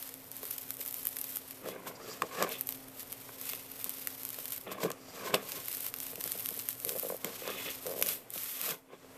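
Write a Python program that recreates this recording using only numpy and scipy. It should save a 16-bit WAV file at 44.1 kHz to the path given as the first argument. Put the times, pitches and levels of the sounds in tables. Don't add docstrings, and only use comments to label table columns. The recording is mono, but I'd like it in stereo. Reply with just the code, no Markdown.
import sys
import numpy as np
from scipy import signal
from scipy.fft import rfft, irfft
from scipy.io import wavfile
from scipy.ndimage import uniform_filter1d

SR = 44100
rng = np.random.default_rng(int(sys.argv[2]) if len(sys.argv) > 2 else 0)


def generate_wav(sig):
    pcm = np.round(np.clip(np.atleast_2d(sig).T, -1, 1) * 32767).astype(np.int16)
    wavfile.write(sys.argv[1], SR, pcm)


N = 404397
TIME = np.arange(N) / SR


def undb(db):
    return 10 ** (np.asarray(db) / 20)


def unit(x):
    return x / np.sqrt(np.mean(x ** 2))


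def curve(table):
    s, *columns = np.transpose(table)
    return [np.interp(TIME, s, column) for column in columns]


def colour(x, points):
    hz, db = np.transpose(points)
    log_grid = np.log(np.linspace(1, SR / 2, 4097))
    log_gain = np.interp(log_grid, np.log(hz), db) * np.log(10) / 20
    cepstrum = irfft(log_gain)
    cepstrum[1:4096] *= 2
    cepstrum[4097:] = 0
    response = irfft(np.exp(rfft(cepstrum)))[None, :4096]
    return signal.fftconvolve(x, response, axes=1)[:, :N]


def ring(x, modes, pitch=1):
    out = 0
    for hz, width_hz, db in modes:
        resonance = signal.iirpeak(pitch * hz, hz / width_hz, SR)
        once = signal.lfilter(*resonance, x)
        out = out + undb(db) * signal.lfilter(*resonance, once)
    return out


def pair(shape, alike):
    mid, side = rng.standard_normal((2,) + shape)
    alike = np.clip(alike, 0, 1)
    shared = np.sqrt(1 + alike) * mid
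    opposed = np.sqrt(1 - alike) * side
    return np.array([shared + opposed, shared - opposed]) / np.sqrt(2)


def grains(rate, spread_db, decay_s, alike):
    largest = 4.1
    happens = rng.random(N) < rate / SR
    size = happens * undb(spread_db * np.minimum(rng.exponential(size=N), largest))
    burst = signal.lfilter([1], [1, -np.exp(-1 / (decay_s * SR))], size)
    return unit(burst * pair((N,), alike))


def swells(s, rise_s, hold_s, fall_s, *columns_db):
    t = TIME[::64, None]
    before = np.clip(s - t, 0, None) / rise_s
    after = np.clip(t - s - hold_s, 0, None) / fall_s
    power = undb(2 * -20 * (before + after))
    levels = [10 * np.log10(power @ undb(2 * db) + 1e-30) for db in columns_db]
    return [np.interp(TIME, t[:, 0], level) for level in levels]


def cracks(count, alike, envelope, clean=1):
    crack = pair((count, len(envelope)), alike) * envelope
    crack /= np.sqrt(np.sum(crack ** 2, axis=2, keepdims=True))
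    crack[..., np.argmax(envelope)] += clean
    return crack / np.sqrt(1 + clean ** 2)


def strikes(s, gain, shapes):
    out = np.zeros((2, N + shapes.shape[-1]))
    for k, at in enumerate((s * SR).astype(int)):
        out[:, at:at + shapes.shape[-1]] += gain[:, k, None] * shapes[:, k]
    return out[:, :N]


# frequency in Hz, relative density in dB per Hz.
AIR_SPECTRUM = [(12, -37), (20, 3.5), (54, -8.5), (123, 5), (212, -2), (265, 7), (321, -2), (434, 5.5),
                (862, -1.5), (1130, -4), (1760, -7.5), (2080, -5.5), (3800, -13.5), (6950, -13.5),
                (14200, -10.5)]
# time in seconds, reference (bass) level in dB.
BACKGROUND_LEVEL = [(0.0, -68), (3.1, -66), (4.6, -67.5), (5.4, -65.5), (6.4, -65.5), (6.7, -68),
                    (7.9, -65), (8.71, -72), (8.94, -77), (9.17, -63.5)]
# frequency in Hz, width in Hz of the wavering part, level in dB over the reference.
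HUM_LINES = [(96.66, 6.06, -10), (119.2, 4.646, -2.5), (264.17, 4.3, 5.5)]
AIR_OVER_BASS_DB = 13.5
STEADY = 3.5


def background():
    low = signal.butter(2, 2500, fs=SR, output="sos")
    high = signal.butter(2, 2500, "high", fs=SR, output="sos")
    air = signal.sosfilt(low, pair((N,), 0.87)) + signal.sosfilt(high, pair((N,), 0.0979))
    noise = pair((N,), 0.99)
    hum = 0
    for hz, width_hz, db in HUM_LINES:
        waver = unit(ring(noise, [(hz, width_hz, 0)]))
        steady = STEADY * np.sin(2 * np.pi * hz * TIME)
        hum = hum + undb(db) * unit(steady + waver)
    level_db = curve(BACKGROUND_LEVEL)[0] + np.array([[.8], [-.8]])
    return undb(level_db) * (undb(AIR_OVER_BASS_DB) * unit(colour(air, AIR_SPECTRUM)) + hum)


def room(x, t60_s, wet_db, alike):
    t = np.arange(int(.3 * SR)) / SR
    tail = pair(t.shape, alike) * np.exp(-np.log(1000) * t / t60_s) * (t > .003)
    tail = tail / np.sqrt(np.sum(tail ** 2) / 2)
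    return x + undb(wet_db) * signal.fftconvolve(x, tail, axes=1)[:, :N]


# peak in seconds, rise and fall in seconds per 20 dB,
# then relative levels of box, card and window in dB.
STROKE_EVENTS = [(1.65, 0.0502, 0.25, -41, -50, -62), (1.699, 0.0524, 0.098, -46.5, -55.5, -48.5),
                 (1.78, 0.12, 0.055, -50, -47.5, -60), (1.87, 0.04786, 0.1, -43, -43.5, -52),
                 (2.1, 0.33, 0.1918, -47, -48, -74.5), (2.233, 0.018, 0.036, -33.5, -51, -69.5),
                 (2.421, 0.13, 0.11, -32, -31.5, -61.5), (2.54, 0.1022, 0.08, -48, -55, -39),
                 (3.494, 0.1223, 0.2669, -61, -64.5, -47.5), (4.675, 0.02394, 0.2767, -42, -45, -48.5),
                 (4.858, 0.1231, 0.08718, -36, -38.5, -63), (5.28, 0.19, 0.197, -38.5, -39, -53),
                 (5.34, 0.016, 0.093, -32.5, -34.5, -42), (5.344, 0.008, 0.022, -50, -40, -24.5),
                 (5.586, 0.2372, 0.0507, -46.5, -49, -71), (6.93, 0.1629, 0.2963, -52, -66, -70),
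                 (7.248, 0.02997, 0.1555, -40, -46.5, -71), (7.487, 0.11, 0.2, -43.5, -42.5, -41),
                 (7.605, 0.11, 0.066, -46.5, -53, -37), (7.66, 0.03, 0.05, -50, -55, -37),
                 (7.69, 0.093, 0.04, -43, -47, -36), (7.9, 0.1, 0.22, -44.5, -60.5, -70.5),
                 (8.02, 0.03224, 0.23, -42, -58, -49), (8.12, 0.0916, 0.0577, -59.5, -66.5, -46.5),
                 (8.62, 0.22, 0.1, -53, -52, -45.5), (8.722, 0.14, 0.051, -39, -40.5, -44.5),
                 (8.944, 0.08945, 0.03892, -47, -52.5, -56), (9.02, 0.102, 0.2995, -59, -64, -77)]


def stroke_gains():
    s, rise_s, fall_s, *levels_db = np.transpose(STROKE_EVENTS)
    return undb(swells(s, rise_s, 0, fall_s, *levels_db))


# frequency in Hz, width in Hz of one pass, relative level in dB.
WINDOW_MODES = [(2170, 350, -3.5), (2550, 370, 0.5), (3000, 370, -1), (3330, 420, -2)]
# frequency in Hz, width in Hz of one pass, relative level in dB.
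NAIL_MODES = [(4920, 700, 1.5), (5560, 640, -1), (6900, 1200, -6)]
# start of full strength in seconds, hold in seconds,
# swell and fade in seconds per 20 dB, level in dB.
NAIL_SCUFFS = [(1.958, 0.0073, .01, -53.5), (2.02, .04, .04, -58), (2.1, 0.034, .02, -47.5),
               (5.084, .09, 0.2, -58.5)]


def scrape(gain):
    grit = grains(2000.0, 2.6, 0.0007, 0.92)
    s, hold_s, edge_s, db = np.transpose(NAIL_SCUFFS)
    nail_gain = undb(swells(s, edge_s, hold_s, edge_s, db)[0])
    nail = nail_gain * unit(ring(grit, NAIL_MODES))
    return undb(-4.5) * unit(ring(grit, WINDOW_MODES)) * gain + nail


FLEX, FLEX_PER_S = .07, 14


def flex(x):
    hold = int(SR / FLEX_PER_S)
    steps = np.repeat(rng.standard_normal(N // hold + 1), hold)
    bend = uniform_filter1d(steps, hold // 2)[:N]
    at = np.cumsum(np.exp(FLEX * bend)) % (N - 1)
    return unit(np.array([np.interp(at, np.arange(N), channel) for channel in x]))


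# frequency in Hz, width in Hz of one pass, level in dB.
HOLLOW_MODES = [(441, 81, -2.5), (527, 202, -2.5)]
# frequency in Hz, width in Hz of one pass, level in dB.
WALL_MODES = [(187.4, 71, -0.5), (325.5, 48, 1)]
# frequency in Hz, width in Hz of one pass, level in dB.
CARD_MODES = [(827, 270, -9), (1100, 350, -0.5), (1537, 350, -6), (2230, 550, -9.5)]


def rub(box_gain, card_gain):
    pushes = grains(1200., 2.3, 0.0011, 0.97)
    box = flex(ring(pushes, HOLLOW_MODES)) + undb(-5.5) * flex(ring(pushes, WALL_MODES))
    card = flex(ring(pushes, CARD_MODES))
    return undb(np.array([[-2.2], [-3.8]])) * (box_gain * box + card_gain * card)


# first slip in seconds, last slip in seconds,
# gap between slips in seconds, mean level in dB, central pitch in Hz.
CREAK_RUNS = [(6.845, 6.932, .0143, -39, 500), (6.951, 6.971, .0095, -36, 515),
              (7.031, 7.066, .0175, -35, 535), (7.101, 7.145, .0215, -33, 507),
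              (7.855, 7.945, .0113, -36, 520), (7.961, 8.012, .017, -33, 530)]
SLIP_DEEP_DB, SLIP_CARD_DB = -14, -9
SLIP_COLOUR_DB, SLIP_SPREAD_DB = 3, 2.3
SLIP_JITTER_S, SLIP_DETUNE = 0.0009, .05


def slips():
    runs = [(np.arange(first, last + gap / 2, gap), level, hz) for first, last, gap, level, hz in CREAK_RUNS]
    s, db, hz = np.hstack([[run, level + 0 * run, hz + 0 * run] for run, level, hz in runs])
    late, strong, deep, card, sharp = rng.standard_normal((len(s), 5)).T
    return np.transpose([s + SLIP_JITTER_S * late,
                         db + SLIP_SPREAD_DB * strong,
                         SLIP_DEEP_DB + SLIP_COLOUR_DB * deep,
                         SLIP_CARD_DB + SLIP_COLOUR_DB * card,
                         hz * np.exp(SLIP_DETUNE * sharp)])


# time in seconds, level in dB, relative level of the wall modes in dB,
# relative level of the card modes in dB, pitch of the hollow in Hz.
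BOX_KNOCKS = [(0.431, -38, -20.5, -2, 437), (0.798, -41, -21, -16.5, 427), (1.665, -35, -19.5, -10, 428),
              (1.686, -32.5, -24.5, 0, 433), (2.2202, -37.5, -5, 21, 497), (2.234, -34, -14, -6, 452),
              (2.423, -24.5, -10, 1, 507), (2.446, -29.5, -30, 3, 410), (3.291, -47, -15, 9, 437),
              (3.534, -43, -8, 10, 440), (3.861, -44, -4, 2, 440), (4.385, -41, -24, -3, 497),
              (4.669, -38, -2, -2, 560), (4.716, -36.5, -4, 5.5, 466), (4.832, -31, 2, 5, 400),
              (4.848, -23.5, -23.5, -17, 437), (4.855, -26.5, -3, -7, 440), (4.904, -33, -10.5, 2, 490),
              (5.257, -34.5, -21.5, -15, 423), (5.34, -19.5, -10, 1, 415), (5.35, -25, -34, -17, 525),
              (6.132, -41.5, -12.5, -2, 480), (6.179, -39.5, -4, -18.5, 477), (6.256, -40.5, -3, 2.5, 480),
              (6.352, -37.5, -7, -7.5, 480), (6.511, -41.5, -1.5, -20, 477), (6.573, -41, -8.5, -12.5, 477),
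              (7.245, -36, 2, 3, 550), (7.27, -38.5, -12, -15, 440), (7.42, -36, -21, -9, 436),
              (7.453, -45, -18, 11, 440), (7.476, -29.5, -18, -1.5, 423), (7.5, -34.5, -28, -9.5, 433),
              (8.358, -38.5, -5.5, -8, 557), (8.932, -39.5, -9, -14, 423), (9.045, -46.5, -11.5, -5, 444)]
SLIP_WIDTH_HZ, CARD_DETUNE = 175, 0.056


def knocks():
    rows = np.vstack([BOX_KNOCKS, slips()])
    hollow_hz = HOLLOW_MODES[0][0]
    slip_modes = [(hollow_hz, SLIP_WIDTH_HZ, 0)]
    t = np.arange(3072) / SR
    push = np.tile(t / 0.00034 * np.exp(-t / 0.00022), (2, 1))
    edge = cracks(len(rows), .95, np.exp(-t / .0009), clean=1.8)
    bend = np.exp(CARD_DETUNE * rng.standard_normal(len(rows)))
    shapes = []
    for k, (deep_db, card_db, hz) in enumerate(rows[:, 2:]):
        modes = HOLLOW_MODES if k < len(BOX_KNOCKS) else slip_modes
        hollow = undb(30) * ring(push, modes, hz / hollow_hz)
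        walls = undb(deep_db + 29.0) * ring(push, WALL_MODES)
        card = undb(card_db + 34.0) * ring(edge[:, k], CARD_MODES, bend[k])
        shapes.append(hollow + walls + card)
    gain = undb(rows[:, 1] + np.array([[.8], [-.8]]))
    return strikes(rows[:, 0], gain, np.stack(shapes, axis=1))


# peak in seconds, level in dB, relative level of the middle band in dB.
FIBRE_SNAPS = [(0.0263, -23.5, -18), (0.0917, -27.5, -11), (0.1406, -25.5, -17.5), (0.316, -26, -16.5),
               (0.3666, -25.5, -21), (0.4314, -27, -14), (0.4538, -23, -17), (0.5092, -20.5, -16),
               (0.512, -20.5, -19), (0.581, -21.5, -15.5), (0.584, -21, -17), (0.614, -29, -17),
               (0.6195, -29, -22), (0.706, -14.5, -21.5), (0.7407, -27, -22), (0.7692, -27, -24),
               (0.7946, -27, -18), (0.8065, -25, -22), (0.811, -23, -20), (0.8144, -24, -11),
               (0.8515, -27, -18), (0.8617, -22, -17), (0.8782, -21.5, -24.5), (0.8855, -26, -20),
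               (0.9098, -26, -18), (0.9262, -27, -18), (0.9425, -21, -16), (0.9837, -30, -24),
               (1.0306, -26.5, -22), (1.0538, -17, -24.5), (1.0704, -11.5, -28), (1.0897, -23, -25.5),
               (1.168, -19.5, -13), (1.1873, -21, -20), (1.214, -19, -19), (1.2419, -23.5, -11),
               (1.3064, -28, -20), (1.3574, -19, -24), (1.3602, -17.5, -22), (1.37, -19, -19.5),
               (1.5095, -27, -11.5), (1.687, -29.5, -6.5), (2.2203, -23.5, -0.5), (2.4255, -17.5, -5),
               (2.492, -24, -29), (2.6104, -15.5, -18), (2.6717, -23, -21), (2.6904, -14, -19),
               (2.7077, -27, -20), (2.724, -22.5, -13.5), (2.9956, -28, -18), (3.0305, -27, -17),
               (3.1214, -26, -19.5), (3.1269, -21, -18), (3.4139, -23, -13), (3.4555, -28.5, -14),
               (3.492, -24, -11), (3.498, -26, -11), (3.5337, -21, -12), (3.718, -28, -18),
               (3.8433, -16, -16.5), (3.8943, -19, -16.5), (4.0726, -16.5, -13.5), (4.2333, -24, -15),
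               (4.2513, -18, -16), (4.2902, -23, -18), (4.304, -24, -15), (4.344, -26, -12),
               (4.388, -26, -11), (4.4443, -29, -18), (4.456, -23, -12), (4.4807, -26, -18),
               (4.5057, -27, -18), (4.522, -20, -14), (4.563, -25, -18), (4.5789, -25, -17),
               (4.612, -31, -14), (4.9031, -26, -11), (4.9164, -28, -4), (5.3416, -17.5, -12),
               (5.3436, -16.5, 0), (5.3453, -22, -3), (5.5196, -24.5, -7), (5.658, -25, -19),
               (5.6836, -20.5, -13.5), (5.7281, -21, -15), (5.7698, -21.5, -22), (5.8064, -21.5, -18),
               (5.865, -19.5, -12), (5.94, -22.5, -9), (5.9628, -27, -18), (5.987, -26, -18),
               (6.0027, -18, -18), (6.067, -24.5, -11), (6.157, -24.5, -12), (6.207, -23, -16),
               (6.211, -24.5, -10), (6.24, -15, -20), (6.2764, -20.5, -12), (6.319, -17, -14),
               (6.3262, -27, -11), (6.3774, -27, -20), (6.4063, -23, -16), (6.454, -27, -15.5),
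               (6.459, -15.5, -16.5), (6.469, -24, -24), (6.4886, -19, -13.5), (6.5066, -23, -20),
               (6.541, -29, -20), (6.5655, -28, -22), (6.5765, -24, -22), (6.5919, -16.5, -21),
               (6.5964, -22.5, -10.5), (6.688, -12, -22.5), (6.7291, -26, -18), (6.801, -23, -20),
               (6.849, -15, -18), (6.8925, -13.5, -12), (6.9785, -26, -18), (6.9855, -23, -21),
               (6.997, -18.5, -16), (7.2459, -19, -8), (7.477, -28, -3.5), (7.8657, -20, -11.5),
               (7.895, -27, -14), (7.9947, -25, -18), (8.014, -15, -22.5), (8.025, -5.5, -14),
               (8.0621, -17, -12), (8.0695, -15, -17), (8.0882, -13, -14), (8.3043, -23.5, -21),
               (8.3385, -26, -22), (8.3783, -25, -10), (8.4345, -24, -24.5), (8.4429, -22, -28.5),
               (8.514, -26, -15), (8.6144, -17, -16), (8.6906, -23, -6), (8.708, -23, -6)]
# frequency in Hz, relative density in dB per Hz.
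TEAR_SPECTRUM = [(2940, -58), (5000, -26.5), (5550, -26.5), (7840, -14), (8940, -14.5), (13800, -3.5),
                 (14300, -9)]
# frequency in Hz, relative density in dB per Hz.
SHEET_SPECTRUM = [(470, -27.5), (800, -5.5), (1130, 3), (1660, 1.5), (2030, 3.5), (3370, 5), (4010, 3.5),
                  (6500, 2.5), (8450, 2), (14300, -120)]
# time in seconds, left minus right in dB.
TEAR_PAN = [(0.0, 0.4412), (3.06, 0.1873), (5.54, 1), (8.12, 0.2), (9.17, 0.7384)]


def snaps():
    s, db, mid_db = np.transpose(FIBRE_SNAPS)
    lead_s = .001
    t = np.arange(384) / SR - lead_s
    rattle = undb(-16) * np.exp(-t / .0012)
    sharp = np.where(t < 0, np.exp(t / .0001), np.exp(-t / .00016) + rattle)
    broad = np.where(t < 0, np.exp(t / .0003), np.exp(-t / .0015))
    pan_db = np.interp(s, *np.transpose(TEAR_PAN)) + 1.982 * rng.standard_normal(len(s))
    gain = undb(db + np.array([pan_db, -pan_db]) / 2)
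    top_cracks = cracks(len(s), 0.089, sharp, clean=2.2)
    top = colour(strikes(s - lead_s, gain, top_cracks), TEAR_SPECTRUM)
    middle_cracks = cracks(len(s), 0.63, broad, clean=0.29)
    middle = colour(strikes(s - lead_s, gain * undb(mid_db), middle_cracks), SHEET_SPECTRUM)
    return undb(23) * top + undb(17) * middle


# start of full strength in seconds, hold in seconds,
# swell and fade in seconds per 20 dB, relative treble level in dB, middle band relative to the treble in dB.
CARD_PULLS = [(0.0, 0.0592, 0.44, -45.5, -10), (0.34, 0.37, 0.1, -46, -11.5),
              (0.811, 0.57, 0.1, -43.5, -13), (1.422, 0.1, 0.5061, -50.5, -10),
              (1.69, 0.003474, 0.07, -43, -7.5), (1.878, 0.0034, 0.04, -44, -6),
              (2.108, 0.018, 0.2, -50.5, -2.5), (2.252, 0.098, 0.6, -56, -4),
              (2.41, 0.004095, 0.14, -45, -0.5), (2.522, 0.008, 0.025, -39.5, -5),
              (2.545, 0.018, 0.05, -47, -5.5), (2.596, 0.16, 0.24, -49, -10.5),
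              (2.993, 0.0061, 0.06, -40.5, -11.5), (3.139, 0.092, 0.64, -48.5, -9.5),
              (3.492, 0.0045, 0.23, -38, -10.5), (3.772, 0.34, 0.25, -45, -10),
              (4.223, 0.35, 0.14, -44.5, -10.5), (4.529, 0.00553, 0.03, -37.5, -11),
              (4.723, 0.0042, 0.02, -41, -6), (4.835, 0.003274, 0.0454, -39.5, -3),
              (5.163, 0.03476, 0.2522, -59, -7), (5.262, 0.00487, 0.25, -46.5, -1.5),
              (5.352, 0.00499, 0.0119, -38, -11), (5.505, 0.00545, 0.14, -41, -7),
              (5.576, 0.00445, 0.17, -43, -6.5), (5.67, 0.21, 0.05, -40, -11.5),
              (5.982, 0.13, 0.07, -43, -10.5), (6.203, 0.5, 0.0981, -41.5, -11.5),
              (6.865, 0.15, 0.25, -39, -14), (7.084, 0.095, 0.0027, -43.5, -14),
              (7.27, 0.47, 0.12, -47.5, -4.5), (7.675, 0.0063, 0.3237, -42.5, -8),
              (7.876, 0.109, 0.19, -42.5, -11), (8.083, 0.045, 0.08, -33.5, -10.5),
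              (8.347, 0.31, 0.05, -40.5, -9.5), (8.649, 0.06, 0.06, -36, -7),
              (8.927, 0.1966, 0.0209, -69.5, 2)]
RIP_S, RIP_PATCHY = 8.07, .45


def peel():
    s, hold_s, edge_s, db, rel_db = np.transpose(CARD_PULLS)
    top_db, mid_db = swells(s, edge_s, hold_s, edge_s, db, db + rel_db)
    mid_db = mid_db - top_db
    pan_db = curve(TEAR_PAN)[0]
    hold = int(SR / 90)
    steps = np.repeat(rng.standard_normal(N // hold + 1), hold)
    slow = np.interp(TIME, [RIP_S - .05, RIP_S], [1, RIP_PATCHY])
    patches = undb(slow * 2.55 * uniform_filter1d(steps, hold)[:N])
    fibres = unit(patches * grains(2200.0, 4.7, .00017, 0.54))
    rustle = patches * unit(pair((N,), 0.58))
    flutter = patches * unit(pair((N,), 0.58))
    even = np.clip((mid_db + 11) / 8, 1.25 - slow, 1)
    source = np.sqrt(1 - even) * fibres + np.sqrt(even) * rustle
    treble = unit(colour(source, TEAR_SPECTRUM))
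    middle = undb(mid_db + 0.57) * unit(colour(fibres + 1.8 * flutter, SHEET_SPECTRUM))
    return undb(top_db + 2.1 + np.array([pan_db, -pan_db]) / 2) * (treble + middle)


THIN_BELOW_HZ = 110


def scene():
    box, card, window = stroke_gains()
    near = peel() + snaps() + knocks() + rub(box, card) + scrape(window)
    near = room(near, t60_s=0.11, wet_db=-13, alike=0.8)
    thin = signal.butter(2, THIN_BELOW_HZ, "high", fs=SR, output="sos")
    return signal.sosfilt(thin, near) + background()


SHELF_HZ, TOP_HZ = 14250, 15550


def record(dry):
    ceiling = .6
    rounded = ceiling * np.tanh(dry / ceiling)
    shelf = signal.ellip(6, .5, 32, SHELF_HZ, fs=SR, output="sos")
    top = signal.ellip(8, .2, 70, TOP_HZ, fs=SR, output="sos")
    return signal.sosfilt(top, signal.sosfilt(shelf, rounded))


dry = scene()
out = record(dry)
generate_wav(out)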